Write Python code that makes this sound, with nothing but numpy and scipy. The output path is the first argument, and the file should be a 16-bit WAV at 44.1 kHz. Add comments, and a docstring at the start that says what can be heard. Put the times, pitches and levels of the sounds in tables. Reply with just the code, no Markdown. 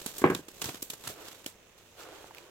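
"""Potatoes tip from a net onto a full plastic tub: each blow rings its damped walls and jostles the heap.
Others spill into moss and gravel close by with a crunch and a thump; twigs snap and loose grit stirs.
Pebbles and the net's frame knock, a shoe scuffs the gravel, trousers and net swish as the person turns.
Quiet garden air lies behind. Rings and thumps are decaying sines; the textures are grainy noise."""
import sys
import numpy as np
from scipy import signal
from scipy.fft import rfft, irfft, next_fast_len
from scipy.io import wavfile
from scipy.ndimage import map_coordinates

SR = 44100
rng = np.random.default_rng(int(sys.argv[2]) if len(sys.argv) > 2 else 0)


def generate_wav(sig):
    """Save sig (samples, or channels by samples) to the path in sys.argv[1] as 16-bit PCM at SR."""
    pcm = np.round(np.clip(np.atleast_2d(sig).T, -1, 1) * 32767).astype(np.int16)
    wavfile.write(sys.argv[1], SR, pcm)


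N = 110250
T = np.arange(N) / SR
HIT_T = T[:SR // 4]  # time within one hit

# garden air: f/Hz, level/dB
AIR_SPECTRUM = [(20, -1.5), (90, 3.5), (250, -2), (500, 4), (750, -4.5), (1300, -6.5), (2200, -7),
                (2650, -5), (4800, -15), (6500, -9), (9500, -18.5), (16000, -18.5)]
# level curve of stirring grit and leaves: t/s, level/dB
STIR_CURVE = [(0, -45), (.05, -48), (.09, -47), (.125, -49), (.2, -46), (.28, -53.5), (.39, -46.5),
              (.42, -64), (.52, -58), (.58, -52.5), (.68, -45.5), (.77, -51), (.81, -55.5), (.88, -58),
              (.925, -53), (1.02, -56.5), (1.1, -46), (1.16, -57.5), (1.22, -53.5), (1.5, -65), (1.56, -87)]
# loose grit and leaves: f/Hz, level/dB
GRIT_SPECTRUM = [(100, 2.5), (400, 10.5), (1000, 1), (2200, -1), (3500, 2.5), (5000, 0), (7800, 3),
                 (9500, -4.5), (13000, 1.5), (16000, -7.5)]
# potatoes hitting the ground:
# t/s, crunch level/dB, crunch hold/s, tilt/(dB/octave), settling level/dB, thump level/dB, thump f/Hz
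GROUND_HITS = [(0.0614, -32.5, 0.0025, 2.5, -40, -30.5, 240), (0.18, -36, 0.0048, 5, -44, -43, 330),
               (0.298, -42.5, 0.0058, 2, -62, -41, 249), (.348, -33.5, 0.00203, -0.5, -45, -28.5, 240),
               (0.482, -43, 0.0041, 0.5, -56, -39, 302), (0.616, -31, 0.0056, 0.3, -41.5, -48, 260),
               (0.6405, -33.5, 0.0054, 0.5, -40, -44, 130), (0.657, -40, 0.005, 0.5, -44.5, -32, 119.4),
               (0.6863, -41, .004, 0.5, -51, -32.5, 390), (0.69, -33, 0.00079, -1.5, -46.5, -34.5, 138),
               (0.743, -40.5, 0.0016, -0.5, -59, -39.5, 332), (0.7535, -42.5, 0.003, -0.5, -56, -61, 278),
               (0.8238, -29, 0.0012, 5.5, -45, -32.5, 304), (0.8993, -32, 0.003, 4, -45, -43, 220),
               (0.9322, -39.5, 0.0035, 0, -57.5, -44, 427), (1.037, -41.5, 0.00064, 0, -44, -55, 279),
               (1.0729, -30.5, 0.0022, 0.5, -43.5, -37.5, 119), (1.094, -46.5, 0.012, 4.5, -49, -42, 104),
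               (1.441, -49, 0.0026, 0, -61.5, -50, 332), (1.4607, -34, 0.0015, 2, -45.5, -31, 300)]
# crushed moss and gravel: f/Hz, level/dB
CRUNCH_SPECTRUM = [(40, -22), (120, -2), (250, 1.5), (500, 0.5), (850, 0), (1100, 2.5), (2000, -1.5),
                   (3400, 0.5), (5000, -3.5), (7800, -0.5), (9500, -6.5), (13000, -4.5), (16000, -14)]
# twigs and grit snapping: t/s, level/dB, centre f/Hz
TWIG_SNAPS = [(0.0618, -25.5, 9100), (0.1825, -27.5, 11200), (.3487, -24.5, 6070), (0.617, -26.5, 6040),
              (0.6428, -23, 5500), (0.6571, -30, 6860), (0.822, -28.5, 8550), (1.0767, -34, 9200),
              (1.2544, -41, 5000), (1.2848, -31.5, 5100), (1.462, -32.5, 4060), (2.3486, -37, 3000),
              (2.371, -45, 4500), (2.3836, -41.5, 4500)]
# colour of a snap: ratio to its centre frequency, level/dB
SNAP_SPECTRUM = [(.03, -2.5), (.25, -10.5), (1, 1), (1.6, -9), (4, -8.5)]
# potatoes hitting the tub: t/s, level/dB, tilt/(dB/octave)
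TUB_HITS = [(0.2167, -26, 0), (0.2211, -27.5, -5.5), (0.2395, -4.5, -1), (0.2455, -12, -2),
            (0.2525, -22.5, -2), (0.26, -26, 2.5), (0.2649, -19.5, -0.5), (0.2723, -24, 2.5),
            (0.286, -29, 1.5), (0.2996, -14.5, -1), (0.3098, -26, -4), (.318, -21.5, -2), (.327, -27, -7.5),
            (0.35, -30.5, -3), (.391, -37.5, -3)]
# modes of the loaded tub: f/Hz, level/dB, t60/s
TUB_MODES = [(105, -28.5, 0.115), (173, -19.5, 0.14), (216.5, -15, 0.06), (295, -0.5, 0.037),
             (362, -1, 0.047), (486, -20.5, 0.15), (607, -13, 0.014), (815, -13.5, 0.054),
             (1093, -8.5, 0.032), (1260, -19, 0.054), (1580, -11, 0.03), (2074, -12, 0.026),
             (2200, -11.5, 0.024)]
# potatoes knocking and rubbing in the heap: f/Hz, level/dB
HEAP_SPECTRUM = [(40, -33), (170, 2.5), (420, -6), (600, -1), (810, -9), (950, -6), (1120, -2.5),
                 (1350, -10), (1600, 1), (1900, -10), (2200, -9), (3200, -20.5), (5000, -37.5),
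                 (16000, -46)]
# knocks of the net's frame and of pebbles: t/s, level/dB, f/Hz, t60/s
SMALL_KNOCKS = [(0.3486, -27.5, 3645, 0.021), (.9025, -32.5, 3100, 0.02), (1.0707, -39, 1290, 0.026),
                (1.1, -42.5, 478, 0.073), (1.2845, -53, 900, 0.015), (1.462, -39.5, 3310, 0.015),
                (2.01, -48, 1350, 0.02), (2.124, -46, 530, 0.081), (2.243, -41, 840, 0.015),
                (2.309, -39, 940, 0.014), (2.3476, -43, 2500, 0.01), (2.3713, -48, 2450, 0.012),
                (2.383, -44, 2500, 0.012)]
# strokes of trousers and net: t/s, rise/s, hold/s, t60/s, level/dB
CLOTH_STROKES = [(1.06, 0.056, .02, 0.28, -54), (1.15, 0.04, 0.048, 0.56, -49.5),
                 (1.96, 0.034, 0.17, 0.93, -50.5), (2.34, 0.019, 0.25, .4, -60.5)]
# rubbing cloth: f/Hz, level/dB
CLOTH_SPECTRUM = [(210, -43), (300, 1.5), (420, 1.5), (560, 1), (780, -4.5), (1050, -7), (1350, -4.5),
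                  (1900, -12), (2800, -12), (5000, -20), (16000, -32)]
# strokes of the shoe: t/s, rise/s, hold/s, t60/s, level/dB
SHOE_STROKES = [(1.235, 0.036, 0.018, 0.087, -45.5), (1.31, 0.0063, .006, 0.083, -48),
                (1.344, 0.0022, .004, 0.12, -52), (1.378, 0.0037, 0.035, 0.11, -58.5),
                (1.778, 0.0017, 0.0035, 0.094, -53), (1.8, 0.019, 0.23, 0.23, -64),
                (1.963, 0.045, 0.023, 0.19, -51), (2.03, 0.13, 0.11, 0.52, -56),
                (2.345, 0.023, 0.028, 0.72, -60.5)]
# a sole on gravel: f/Hz, level/dB
SOLE_SPECTRUM = [(100, -30), (500, 0), (1200, 1.5), (2000, -2.5), (3600, 2), (5000, -3), (7500, -1),
                 (9500, -9), (13000, -3.5), (16000, -13.5)]
# stereo width: f/Hz, left-right correlation
CORRELATION = [(30, 0.67), (120, 0.95), (350, 0.66), (700, 0.78), (1300, 0.58), (2200, 0.2), (3500, -0.067),
               (12000, 0.079)]
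# stereo balance: f/Hz, left minus right level/dB
BALANCE = [(100, -0.5), (700, -1.5), (1700, -1), (3600, -7.5), (5000, -4.5), (7400, -4.5), (9400, 1),
           (11500, 1), (16000, -5.5)]

SETTLE_RISE_S = 0.016  # heap and grit start moving just after a hit


def amp(db):
    """Decibels to gain."""
    return 10 ** (np.asarray(db) / 20)


def curve_at(points, hz):
    """Read a curve on a log frequency axis."""
    freqs, values = np.transpose(points)
    return np.interp(np.log(hz + 1), np.log(freqs + 1), values)


def pan(hz):
    """Left and right gains at these frequencies."""
    return amp(curve_at(BALANCE, hz) * np.array([[0.5], [-0.5]]))


def add(out, start, x):
    """Mix x into out from start seconds on."""
    part = out[:, round(start * SR):][:, :x.shape[-1]]
    part += x[..., :part.shape[1]]


def swell(t, rise, hold, t60):
    """Linear rise, hold and exponential release, all in seconds."""
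    return np.clip(t / rise, 0, 1) * amp(-60 * np.maximum(t - rise - hold, 0) / t60)


def strokes(rows):
    """The summed envelope of rubbing strokes."""
    return sum(amp(db) * swell(T - start, rise, hold, t60) for start, rise, hold, t60, db in rows)


def flutter(rate_hz, depth_db):
    """A gain gliding through rate_hz random values a second."""
    return amp(depth_db * map_coordinates(rng.standard_normal(N // 20), [T * rate_hz], mode="wrap"))


def low_cut(x, hz):
    """A gentle high-pass."""
    return signal.sosfilt(signal.butter(2, hz, "highpass", fs=SR, output="sos"), x)


def grains(spectrum, size, spiky_db, tilt=0):
    """Stereo noise of rms 1: 8-sample grains scattered in level by spiky_db, then coloured."""
    m = next_fast_len(size + 2048)
    hz = np.fft.rfftfreq(m, 1 / SR)
    grain_db = spiky_db * np.minimum(rng.standard_normal(m // 8 + 1), np.pi)
    noise = rng.standard_normal((2, m)) * np.repeat(amp(grain_db), 8)[:m]
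    colour = amp(curve_at(spectrum, hz) + tilt * np.log2(hz + 1))
    width = np.arccos(np.clip(curve_at(CORRELATION, hz), -1, 1)) / 2
    mid, side = rfft(noise) * colour * [np.cos(width), np.sin(width)]
    x = irfft(np.array([mid + side, mid - side]) * pan(hz), m)[:, :size]
    return x / np.sqrt(np.mean(x ** 2))


def from_left(x, lead_s=0.00013):
    """Sound from the left reaches the left microphone first."""
    m = next_fast_len(N + SR // 2)
    shift = np.exp(1j * np.pi * np.fft.rfftfreq(m, 1 / SR) * lead_s * np.array([[1], [-1]]))
    return irfft(rfft(x, m) * shift, m)[:, :N]


def garden_air():
    """A faint, almost steady bed of dark noise."""
    return amp(-58.5) * flutter(rate_hz=2.3, depth_db=0.06) * grains(AIR_SPECTRUM, N, spiky_db=4)


def stirring_grit():
    """Rolling potatoes keep grit and leaves crackling."""
    level = amp(np.interp(T, *np.transpose(STIR_CURVE)))
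    return level * flutter(rate_hz=170, depth_db=3) * grains(GRIT_SPECTRUM, N, spiky_db=3)


def landings():
    """A potato crushes moss and gravel, thumps the soil, and the grit settles."""
    out = np.zeros((2, N))
    for start, crunch_db, hold, tilt, settle_db, thump_db, hz in GROUND_HITS:
        crunch = grains(CRUNCH_SPECTRUM, len(HIT_T), spiky_db=2, tilt=tilt)
        crunch *= swell(HIT_T, rise=0.0024, hold=hold, t60=0.025)
        settle = grains(CRUNCH_SPECTRUM, len(HIT_T), spiky_db=3, tilt=tilt)
        settle *= swell(HIT_T, SETTLE_RISE_S, hold=0, t60=0.19)
        phase = 2 * np.pi * hz * HIT_T
        thump = np.sin(phase) + amp(-7.5) * np.sin(1.69 * phase)  # one inharmonic overtone
        thump *= swell(HIT_T, rise=0.0032, hold=0, t60=4.6 / hz)  # gone in 4.6 cycles
        add(out, start, amp(crunch_db) * crunch + amp(settle_db) * settle + amp(thump_db) * thump)
    return low_cut(out, hz=75)


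def twig_snaps():
    """Twigs and grit give way with a broad click about a millisecond long."""
    out = np.zeros((2, N))
    envelope = swell(HIT_T, rise=0.00015, hold=0.00028, t60=0.0037)
    for start, db, hz in TWIG_SNAPS:
        click = grains(np.multiply(SNAP_SPECTRUM, [hz, 1]), len(HIT_T), spiky_db=-5)
        add(out, start, amp(db) * click * envelope)
    return out


def tub_thuds():
    """Each blow rings the damped tub and knocks the heap, which jostles on."""
    out = np.zeros((2, N))
    hz, mode_db, t60 = np.transpose(TUB_MODES)[:, :, None]
    attack = 1 - np.exp(-(HIT_T / 0.0018) ** 2)
    modes = np.sin(2 * np.pi * hz * HIT_T) * amp(-60 * HIT_T / t60) * attack
    bump = swell(HIT_T, rise=0.0018, hold=0, t60=0.034)
    jostle = amp(-11.5) * swell(HIT_T, SETTLE_RISE_S, hold=0, t60=0.2)
    for start, db, tilt in TUB_HITS:
        scatter_db = 3 * rng.standard_normal(hz.shape)  # no two blows ring alike
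        gains = amp(mode_db + tilt * np.log2(hz / hz[4]) + scatter_db)
        ring = pan(hz[:, 0]) @ (gains * modes)
        heap = grains(HEAP_SPECTRUM, len(HIT_T), spiky_db=1.5, tilt=tilt) * (bump + jostle)
        add(out, start, amp(db) * (ring + amp(-11) * heap))
    return low_cut(out, hz=88)  # the small tub radiates little bass


def knocks():
    """The net's frame and pebbles knock: a brief, dry ring with a rattle around its pitch."""
    out = np.zeros((2, N))
    octaves = np.array([-3, -1, -0.27, 0, 0.27, 1, 3])
    band_db = [-49, -24.5, -5.5, 0, -5.5, -24.5, -49]
    for start, db, hz, t60 in SMALL_KNOCKS:
        ring = amp(-3.5) * pan(hz) * np.sin(2 * np.pi * hz * HIT_T)
        band = np.column_stack([hz * 2 ** octaves, band_db])
        rattle = amp(-1.5) * grains(band, len(HIT_T), spiky_db=3)
        add(out, start, amp(db) * (ring + rattle) * swell(HIT_T, rise=0.00064, hold=0, t60=t60))
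    return out


def cloth_swishes():
    """Trousers and net rub in soft, dull strokes."""
    return strokes(CLOTH_STROKES) * grains(CLOTH_SPECTRUM, N, spiky_db=4)


def shoe_scuffs():
    """A sole drags over gravel in rough, gritty strokes."""
    roughness = flutter(rate_hz=51, depth_db=1.5)
    return strokes(SHOE_STROKES) * roughness * grains(SOLE_SPECTRUM, N, spiky_db=3)


def scene():
    """Potatoes on the left, the person ahead, still garden air all around."""
    air = garden_air()
    potatoes = from_left(tub_thuds() + landings())
    return air + potatoes + stirring_grit() + shoe_scuffs() + cloth_swishes() + twig_snaps() + knocks()


def record(dry):
    """A brick-wall low-pass trims the very top."""
    m = next_fast_len(N + SR // 2)
    passband = np.fft.rfftfreq(m, 1 / SR) < 16100
    return irfft(rfft(dry, m) * passband, m)[:, :N]


dry = scene()
out = record(dry)
generate_wav(out)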